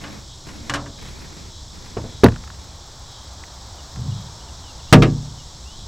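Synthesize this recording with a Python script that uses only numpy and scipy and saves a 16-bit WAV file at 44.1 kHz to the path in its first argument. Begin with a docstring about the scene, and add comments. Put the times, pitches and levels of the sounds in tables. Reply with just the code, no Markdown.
"""An angler unhooks a fish in a small metal boat on a still lake, heard from close by.
The seat clacks, a knock and a rattle of tackle go with the pliers, and a heavy thud booms through the hull
and clips. Each blow sets decaying tones and noise ringing; the grinding seat and dragging foot are noise
through resonances. Soft rushing, an insect chorus, a ticking insect, air and rumble are shaped noise;
faint birds are gliding or trilled tones."""
import sys
import numpy as np
from scipy import signal
from scipy.fft import rfft, irfft, next_fast_len
from scipy.io import wavfile
from scipy.ndimage import uniform_filter1d

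SR = 44100
rng = np.random.default_rng(int(sys.argv[2]) if len(sys.argv) > 2 else 0)


def pcm_store(signal):
    """Save signal as 16-bit PCM."""
    levels = np.round(np.clip(np.atleast_2d(signal), -1, 1) * 32767)
    wavfile.write(sys.argv[1], SR, levels.astype(np.int16).T)


N = 258867
TIME = np.arange(N) / SR


def boat(lowest_hz=40):
    """All struck parts of the boat together, with the deepest bass cut away."""
    parts = hull() + deck() + seat() + tackle() + pliers()
    bass_cut = signal.butter(2, lowest_hz, "high", fs=SR, output="sos")
    return signal.sosfilt(bass_cut, parts)


def hull():
    """A heavy thud and its rebound set the large metal shell booming for a long time."""
    # Blows: (time [s], force [dB], contact hardness [Hz], ring time [times the free ring time])
    hull_blows = [(4.9258, 4, 11500, 0.61), (4.9705, -10, 450, 0.73), (5.022, -9.5, 5400, 0.8),
                  (5.031, -16.5, 8950, 0.5)]
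    # Strong tones of the shell: (frequency [Hz], level [dB], time to fall 60 dB [s])
    hull_modes = [(43.5, -15.5, 1), (100.7, -16, 1), (116.7, -12, 1), (147.1, -4.5, 0.96),
                  (185.5, -8, 0.72), (234.2, -11.5, 0.73), (261.6, -10, 0.62), (323.6, -10, 0.43),
                  (399, -14.5, 0.52), (462.4, -15.5, 0.55), (619, -11.5, 0.27), (759, -14.5, 0.27),
                  (923, -22, 0.38), (1159, -15.5, 0.28), (1246, -8.5, 0.14), (1667, -22.5, 0.28),
                  (2077, -14, 0.087)]
    # Crowded weaker tones: (frequency [Hz], level [dB per Hz], time to fall 60 dB [s])
    hull_wash = [(40, -45, .55), (180, -34, .5), (420, -31, .3), (800, -40, .19), (2400, -39, .16),
                 (5000, -46, .11), (9000, -55, .09), (15000, -58, .08)]
    return struck(hull_blows, hull_modes, hull_wash, size=36000)


def deck():
    """Knocks on the deck sound drier: most of its strong tones die sooner than the hull's."""
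    # Blows: (time [s], force [dB], contact hardness [Hz], ring time [times the free ring time])
    deck_blows = [(1.9685, -20, 3080, 1.08), (1.986, -19.5, 129, 2), (2.041, -29.5, 2500, 1.3),
                  (2.124, -35, 4000, 0.29), (2.2353, 1, 6000, 0.93), (2.2615, -17, 623, 0.33),
                  (3.987, -18.5, 90.5, 1.9)]
    # Strong tones of the deck: (frequency [Hz], level [dB], time to fall 60 dB [s])
    deck_modes = [(80.6, -10.5, 0.26), (115.4, -10.5, 0.35), (174.4, -17, 0.36), (237.8, -6.5, 0.22),
                  (332, -12, 0.026), (394, -2.5, 0.045), (444, -7, 0.073), (650, -16, 0.099)]
    # Crowded weaker tones: (frequency [Hz], level [dB per Hz], time to fall 60 dB [s])
    deck_wash = [(40, -41, 1), (117, -36, 0.32), (440, -27.5, 0.13), (1000, -42, 0.14),
                 (2200, -50.5, 0.096), (4860, -56.5, 0.11), (15000, -87, 0.11)]
    return struck(deck_blows, deck_modes, deck_wash, size=20000)


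def seat():
    """The swivel seat clacks: short blows ring its tones."""
    # Blows: (time [s], force [dB], contact hardness [Hz], ring time [times the free ring time])
    seat_blows = [(.039, -12.5, 4200, 1.9), (.487, -17.5, 12000, 1.1), (.6965, 1, 10000, 0.87),
                  (.7378, 0.5, 9900, 1.56), (.756, -8, 9000, 0.95), (.860, -16.5, 3000, 0.9)]
    # Strong tones of the seat: (frequency [Hz], level [dB], time to fall 60 dB [s])
    seat_modes = [(127.6, -31, 0.72), (286.5, -30, 0.34), (563, -34.5, 0.39), (1090, -29.5, 0.18),
                  (1186, -27.5, 0.11), (1475, -31, 0.1), (1603, -27, 0.082), (1733, -33, 0.13),
                  (2935, -29.5, 0.091)]
    # Crowded weaker tones: (frequency [Hz], level [dB per Hz], time to fall 60 dB [s])
    seat_wash = [(60, -56, 0.92), (302, -61, 0.4), (1010, -58, 0.25), (1550, -54, 0.1),
                 (3180, -61.5, 0.093), (6800, -62, 0.046), (14000, -86, 0.079)]
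    return struck(seat_blows, seat_modes, seat_wash, size=20000)


def tackle(hardness_hz=3500, ring_share=0.4, ring_doubling_db=19.5):
    """Loose tackle jolts and settles; a harder jolt leaves it ringing longer."""
    # Jolts: (time [s], force [dB])
    tackle_blows = [(2.2349, -12), (2.2618, -5.5), (2.2843, -11), (2.321, -19.5), (2.342, -24),
                    (2.360, -17.5), (2.438, -24), (2.4754, -20.5), (2.5015, -23), (3.4372, -20),
                    (3.96, -23)]
    # Strong tones of the tackle: (frequency [Hz], level [dB], time to fall 60 dB [s])
    tackle_modes = [(1308, -31, .12), (1766, -22, .15), (1915, -26, .14), (2552, -24, .07),
                    (2790, -27, .06), (3332, -29, .09)]
    # Crowded weaker tones: (frequency [Hz], level [dB per Hz], time to fall 60 dB [s])
    tackle_wash = [(300, -71, 0.042), (1100, -38, 0.13), (2190, -38, 0.016), (4500, -57, 0.13),
                   (12000, -54, 0.16)]
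    jolts = []
    for s, force_db in tackle_blows:
        share = ring_share * 2 ** (force_db / ring_doubling_db)
        jolts.append((s, force_db, hardness_hz, share))
    return struck(jolts, tackle_modes, tackle_wash, size=6000)


def pliers():
    """The pliers snap once, short and steely: high tones that die at once."""
    # Blow: (time [s], force [dB], contact hardness [Hz], ring time [times the free ring time])
    plier_blows = [(2.2423, 2.5, 15000, 0.45)]
    # Strong tones of the pliers: (frequency [Hz], level [dB], time to fall 60 dB [s])
    plier_modes = [(3780, -9, 0.024), (4550, -6.5, 0.019), (5560, -19, 0.017)]
    # Crowded weaker tones: (frequency [Hz], level [dB per Hz], time to fall 60 dB [s])
    plier_wash = [(1500, -62, .01), (4500, -41, .01), (8000, -48, .009), (15000, -49, .009)]
    return struck(plier_blows, plier_modes, plier_wash, size=2000)


def struck(blows, modes, wash, size):
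    """Each blow sets a body ringing; a soft contact dulls it, a lingering one damps it."""
    out, t = np.zeros(N), np.arange(size) / SR
    for s, force_db, hardness_hz, ring_share in blows:
        age = t / ring_share  # a small share makes the ring age faster
        ring = dense_ring(wash, age)
        for hz, db, t60 in modes:
            ring = ring + from_db(db) * np.sin(2 * np.pi * hz * t) * decay(age, t60)
        contact = signal.butter(2, min(hardness_hz, SR / 2 - 1000), fs=SR, output="sos")
        add(out, s, from_db(force_db) * signal.sosfilt(contact, ring))
    return out


def dense_ring(wash, age):
    """Crowded tones merge into noise; each frequency band dies at its own pace."""
    edges_hz = np.geomspace(30, 17000, 19)
    white = rng.standard_normal((2, len(age))) * np.sqrt(SR / 2)  # unit power per Hz
    out = 0
    for k, (low, high) in enumerate(zip(edges_hz, edges_hz[1:])):
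        band_filter = signal.butter(2, [low, high], "band", fs=SR, output="sos")
        band = signal.sosfilt(band_filter, white[k % 2])  # neighbouring bands use different noise
        hz = np.sqrt(low * high)
        out = out + band * from_db(at_hz(wash, hz)) * decay(age, at_hz(wash, hz, axis=2))
    return out


def swivel():
    """The seat grinds on its swivel as the angler turns, humming in its resonances."""
    # Turns: (time [s], length [s], level [dB])
    turns = [(0, 0.14, -42.5), (.46, 0.33, -43.5)]
    # Rise and fall: (attack [s], sag [dB per s], release [dB per s])
    turn_shape = (0.035, 4, 150)
    # Resonances of the grinding seat: (frequency [Hz], width [Hz], level [dB])
    swivel_modes = [(223, 85, -3), (290, 31, -5.5), (654, 150, -15)]
    return rub(turns, turn_shape, swivel_modes)


def foot():
    """A foot drags over the deck in two pushes and stirs low resonances."""
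    # Pushes: (time [s], length [s], level [dB])
    pushes = [(3.95, 0.049, -27.5), (4.05, 0.045, -24)]
    # Rise and fall: (attack [s], sag [dB per s], release [dB per s])
    push_shape = (0.04, 5, 98)
    # Resonances that the foot stirs: (frequency [Hz], width [Hz], level [dB])
    foot_modes = [(106, 16, -0.5), (128.3, 25, -0.5), (184, 29, -9.5)]
    return rub(pushes, push_shape, foot_modes)


def rub(strokes, shape, modes):
    """Sliding friction is noise that keeps a panel humming in its resonances."""
    friction, hum = rng.standard_normal(N), 0
    for hz, width_hz, db in modes:
        resonance = signal.iirpeak(hz, hz / width_hz, fs=SR)
        once = signal.lfilter(*resonance, friction)
        twice = signal.lfilter(*resonance, once)
        hum = hum + from_db(db) * rms_one(twice)
    # steady pressure evens out the strength of the hum
    strength = np.sqrt(uniform_filter1d(hum ** 2, size=2000) + 1e-9)
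    return envelope(strokes, shape) * hum / strength


def rush(flutter_db=3.0, flutter_per_s=110):
    """Soft, slightly uneven rushing: coloured noise in spells that start quickly and sag."""
    # Spells: (time [s], length [s], level [dB])
    spells = [(0, 0.18, -40.5), (.45, 0.27, -44), (.975, .48, -42), (1.72, 0.99, -46)]
    # Rise and fall: (attack [s], sag [dB per s], release [dB per s])
    spell_shape = (0.011, 9.2, 180)
    # Colour of the noise: (frequency [Hz], relative level [dB per Hz])
    rush_colour = [(35, -25), (100, 10), (260, 5), (500, -2.5), (1100, -7.5), (2200, -6), (5000, -24),
                   (10000, -23), (15000, -28)]
    flutter = from_db(flutter_db * drift(flutter_per_s))
    return envelope(spells, spell_shape) * noise(rush_colour) * flutter


def insects(level_db=-44, shimmer_db=0.53, shimmer_per_s=300, swell_db=1.0, swell_per_s=0.74):
    """So many far singers that their pulses blur into a shimmering band of noise."""
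    # Colour of the chorus: (frequency [Hz], relative level [dB per Hz])
    chorus = [(2700, -13), (3050, -6.5), (3350, 0), (4000, 0.5), (4700, -1.5), (5500, 2), (6150, -4),
              (6500, -1), (6950, -6), (7600, -2.5), (8100, -8.5), (8600, -17), (11000, -22)]
    shimmer = shimmer_db * drift(shimmer_per_s)
    swell = swell_db * drift(swell_per_s)
    return from_db(level_db + shimmer + swell) * noise(chorus)


def ticker(start_s=2.44, end_s=4.3, gap_s=.1, tick_s=0.016, tick_db=-62, tick_hz=13500):
    """One nearer insect ticks faintly, very high up: short bursts of narrow noise."""
    gate, s = np.zeros(N), start_s
    while s < end_s:
        add(gate, s, np.hanning(int(tick_s * SR)))
        s += gap_s * rng.uniform(.7, 1.3)
    resonance = signal.iirpeak(tick_hz, 6, fs=SR)
    tone = rms_one(signal.lfilter(*resonance, rng.standard_normal(N)))
    return from_db(tick_db) * gate * tone


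def birds(waver_hz=45):
    """Far birds buzz and whistle, their pitch wavering a little."""
    return buzzes(waver_hz) + whistles(waver_hz)


def buzzes(waver_hz, buzz_db=-45.5, buzz_hz=3620, trill_hz=182, trill_depth=2.4):
    """A fast trill of the phase (depth in radians) splits each note into a comb of lines."""
    # Buzzing calls, all equally far off: (time [s], length [s])
    calls = [(.27, 0.1), (.91, 0.25), (1.48, 0.18), (2.0, 0.29), (3.02, .28), (4.06, .25), (4.8, 0.13),
             (5.7, 0.19)]
    out = np.zeros(N)
    for s, length in calls:
        t = TIME[:int(length * SR)]
        pitch = buzz_hz + waver_hz * (rng.normal() + drift(5.7)[:len(t)])
        trill = trill_depth * np.sin(2 * np.pi * trill_hz * t)
        phase = 2 * np.pi * np.cumsum(pitch) / SR + trill
        add(out, s, from_db(buzz_db) * np.sqrt(np.hanning(len(t))) * np.sin(phase))
    return out


def whistles(waver_hz, whistle_db=-49, middle_hz=2920):
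    """Thin tones glide in a straight line through one middle pitch."""
    # Whistles: (time [s], length [s], glide from start to end [Hz])
    glides = [(3.78, 0.031, -350), (4.108, .025, -300), (4.403, 0.029, 650), (4.477, 0.021, -750),
              (4.619, 0.11, -600), (4.79, .023, -750), (4.872, .06, 550), (5.373, 0.056, -400),
              (5.637, 0.14, 600)]
    out = np.zeros(N)
    for s, length, glide_hz in glides:
        size = int(length * SR)
        glide = glide_hz * np.linspace(-.5, .5, size)
        pitch = middle_hz + glide + waver_hz * drift(164)[:size]
        tone = np.sin(2 * np.pi * np.cumsum(pitch) / SR)
        add(out, s, from_db(whistle_db) * signal.windows.tukey(size, .5) * tone)
    return out


def lake():
    """The open lake: a low rumble under a wash of air."""
    return rumble() + air()


def rumble(level_db=-39.5, sway_db=1.0, sways_per_s=1.8):
    """Low noise whose level sways gently."""
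    # Colour of the rumble: (frequency [Hz], relative level [dB per Hz])
    rumble_colour = [(20, 2.5), (42, -8.5), (65, 2.5), (100, -4.5), (150, -12), (230, -19.5), (400, -19.5)]
    return from_db(level_db + sway_db * drift(sways_per_s)) * noise(rumble_colour)


def air(level_db=-52, swell_db=5.5, peak_s=4.01, swell_s=1.6):
    """A wash of noise from the open air that swells once."""
    # Colour of the air: (frequency [Hz], relative level [dB per Hz])
    air_colour = [(100, -8), (300, -12), (550, 3), (950, 6), (1500, -3), (2500, -12), (9000, -39),
                  (15000, -22)]
    swell = swell_db * np.exp(-((TIME - peak_s) / swell_s) ** 2)
    return from_db(level_db + swell) * noise(air_colour)


def from_db(db):
    """Decibels to gain."""
    return 10 ** (np.asarray(db) / 20)


def rms_one(x):
    """Scale to unit power."""
    return x / np.sqrt(np.mean(x ** 2) + 1e-20)


def decay(age, t60):
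    """Ringing that falls by 60 dB, a thousandfold, in t60 seconds."""
    return np.exp(-np.log(1000) * age / t60)


def at_hz(rows, hz, axis=1):
    """Read one column of a table on a log-frequency axis."""
    rows = np.array(rows)
    return np.interp(np.log(np.maximum(hz, 1)), np.log(rows[:, 0]), rows[:, axis])


def add(out, s, sound):
    """Mix a sound in at a given time in seconds."""
    start = max(round(s * SR), 0)
    out[start:start + len(sound)] += sound[:max(N - start, 0)]


def drift(rate):
    """Random wander around 0: straight lines join random points, rate of them per second."""
    knots = rng.standard_normal(4096)
    return np.interp(TIME * rate, np.arange(len(knots)), knots)


def noise(spectrum):
    """Steady noise of unit power that falls away steeply past both ends of its spectrum."""
    size = next_fast_len(N)
    hz = np.arange(size // 2 + 1) * SR / size + 1  # +1 avoids dividing by zero
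    low_end = 1 + (spectrum[0][0] / hz) ** 4
    high_end = 1 + (hz / spectrum[-1][0]) ** 8
    gain = from_db(at_hz(spectrum, hz)) / np.sqrt(low_end * high_end)
    white = rfft(rng.standard_normal(size))
    return rms_one(irfft(white * gain, size)[:N])


def envelope(events, shape):
    """Each event rises, sags slowly while it lasts, then dies away."""
    attack_s, sag_db_per_s, release_db_per_s = shape
    gain = np.zeros(N)
    for s, length, db in events:
        age = np.maximum(TIME - s, 0)
        rise = np.minimum(age / attack_s, 1)
        release_db = release_db_per_s * np.maximum(age - length, 0)
        gain += rise * from_db(db - sag_db_per_s * age - release_db)
    return gain


def scene(width_db=-3, width_top_hz=3000):
    """Everything sits in the centre; only the lower part of the rushing noise has some width."""
    mid = boat() + swivel() + foot() + rush() + insects() + ticker() + birds() + lake()
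    low_pass = signal.butter(2, width_top_hz, fs=SR, output="sos")
    side = from_db(width_db) * signal.sosfilt(low_pass, rush())
    return mid + side * np.array([[1], [-1]])  # left gets plus, right gets minus


def record(dry, cutoff_hz=16000):
    """The heaviest blows clip flat at full scale; then the top of the treble is cut."""
    clipped = np.clip(dry, -1, 1)
    treble_cut = signal.ellip(10, .1, 80, cutoff_hz, fs=SR, output="sos")
    return signal.sosfilt(treble_cut, clipped)


dry = scene()
out = record(dry)
pcm_store(out)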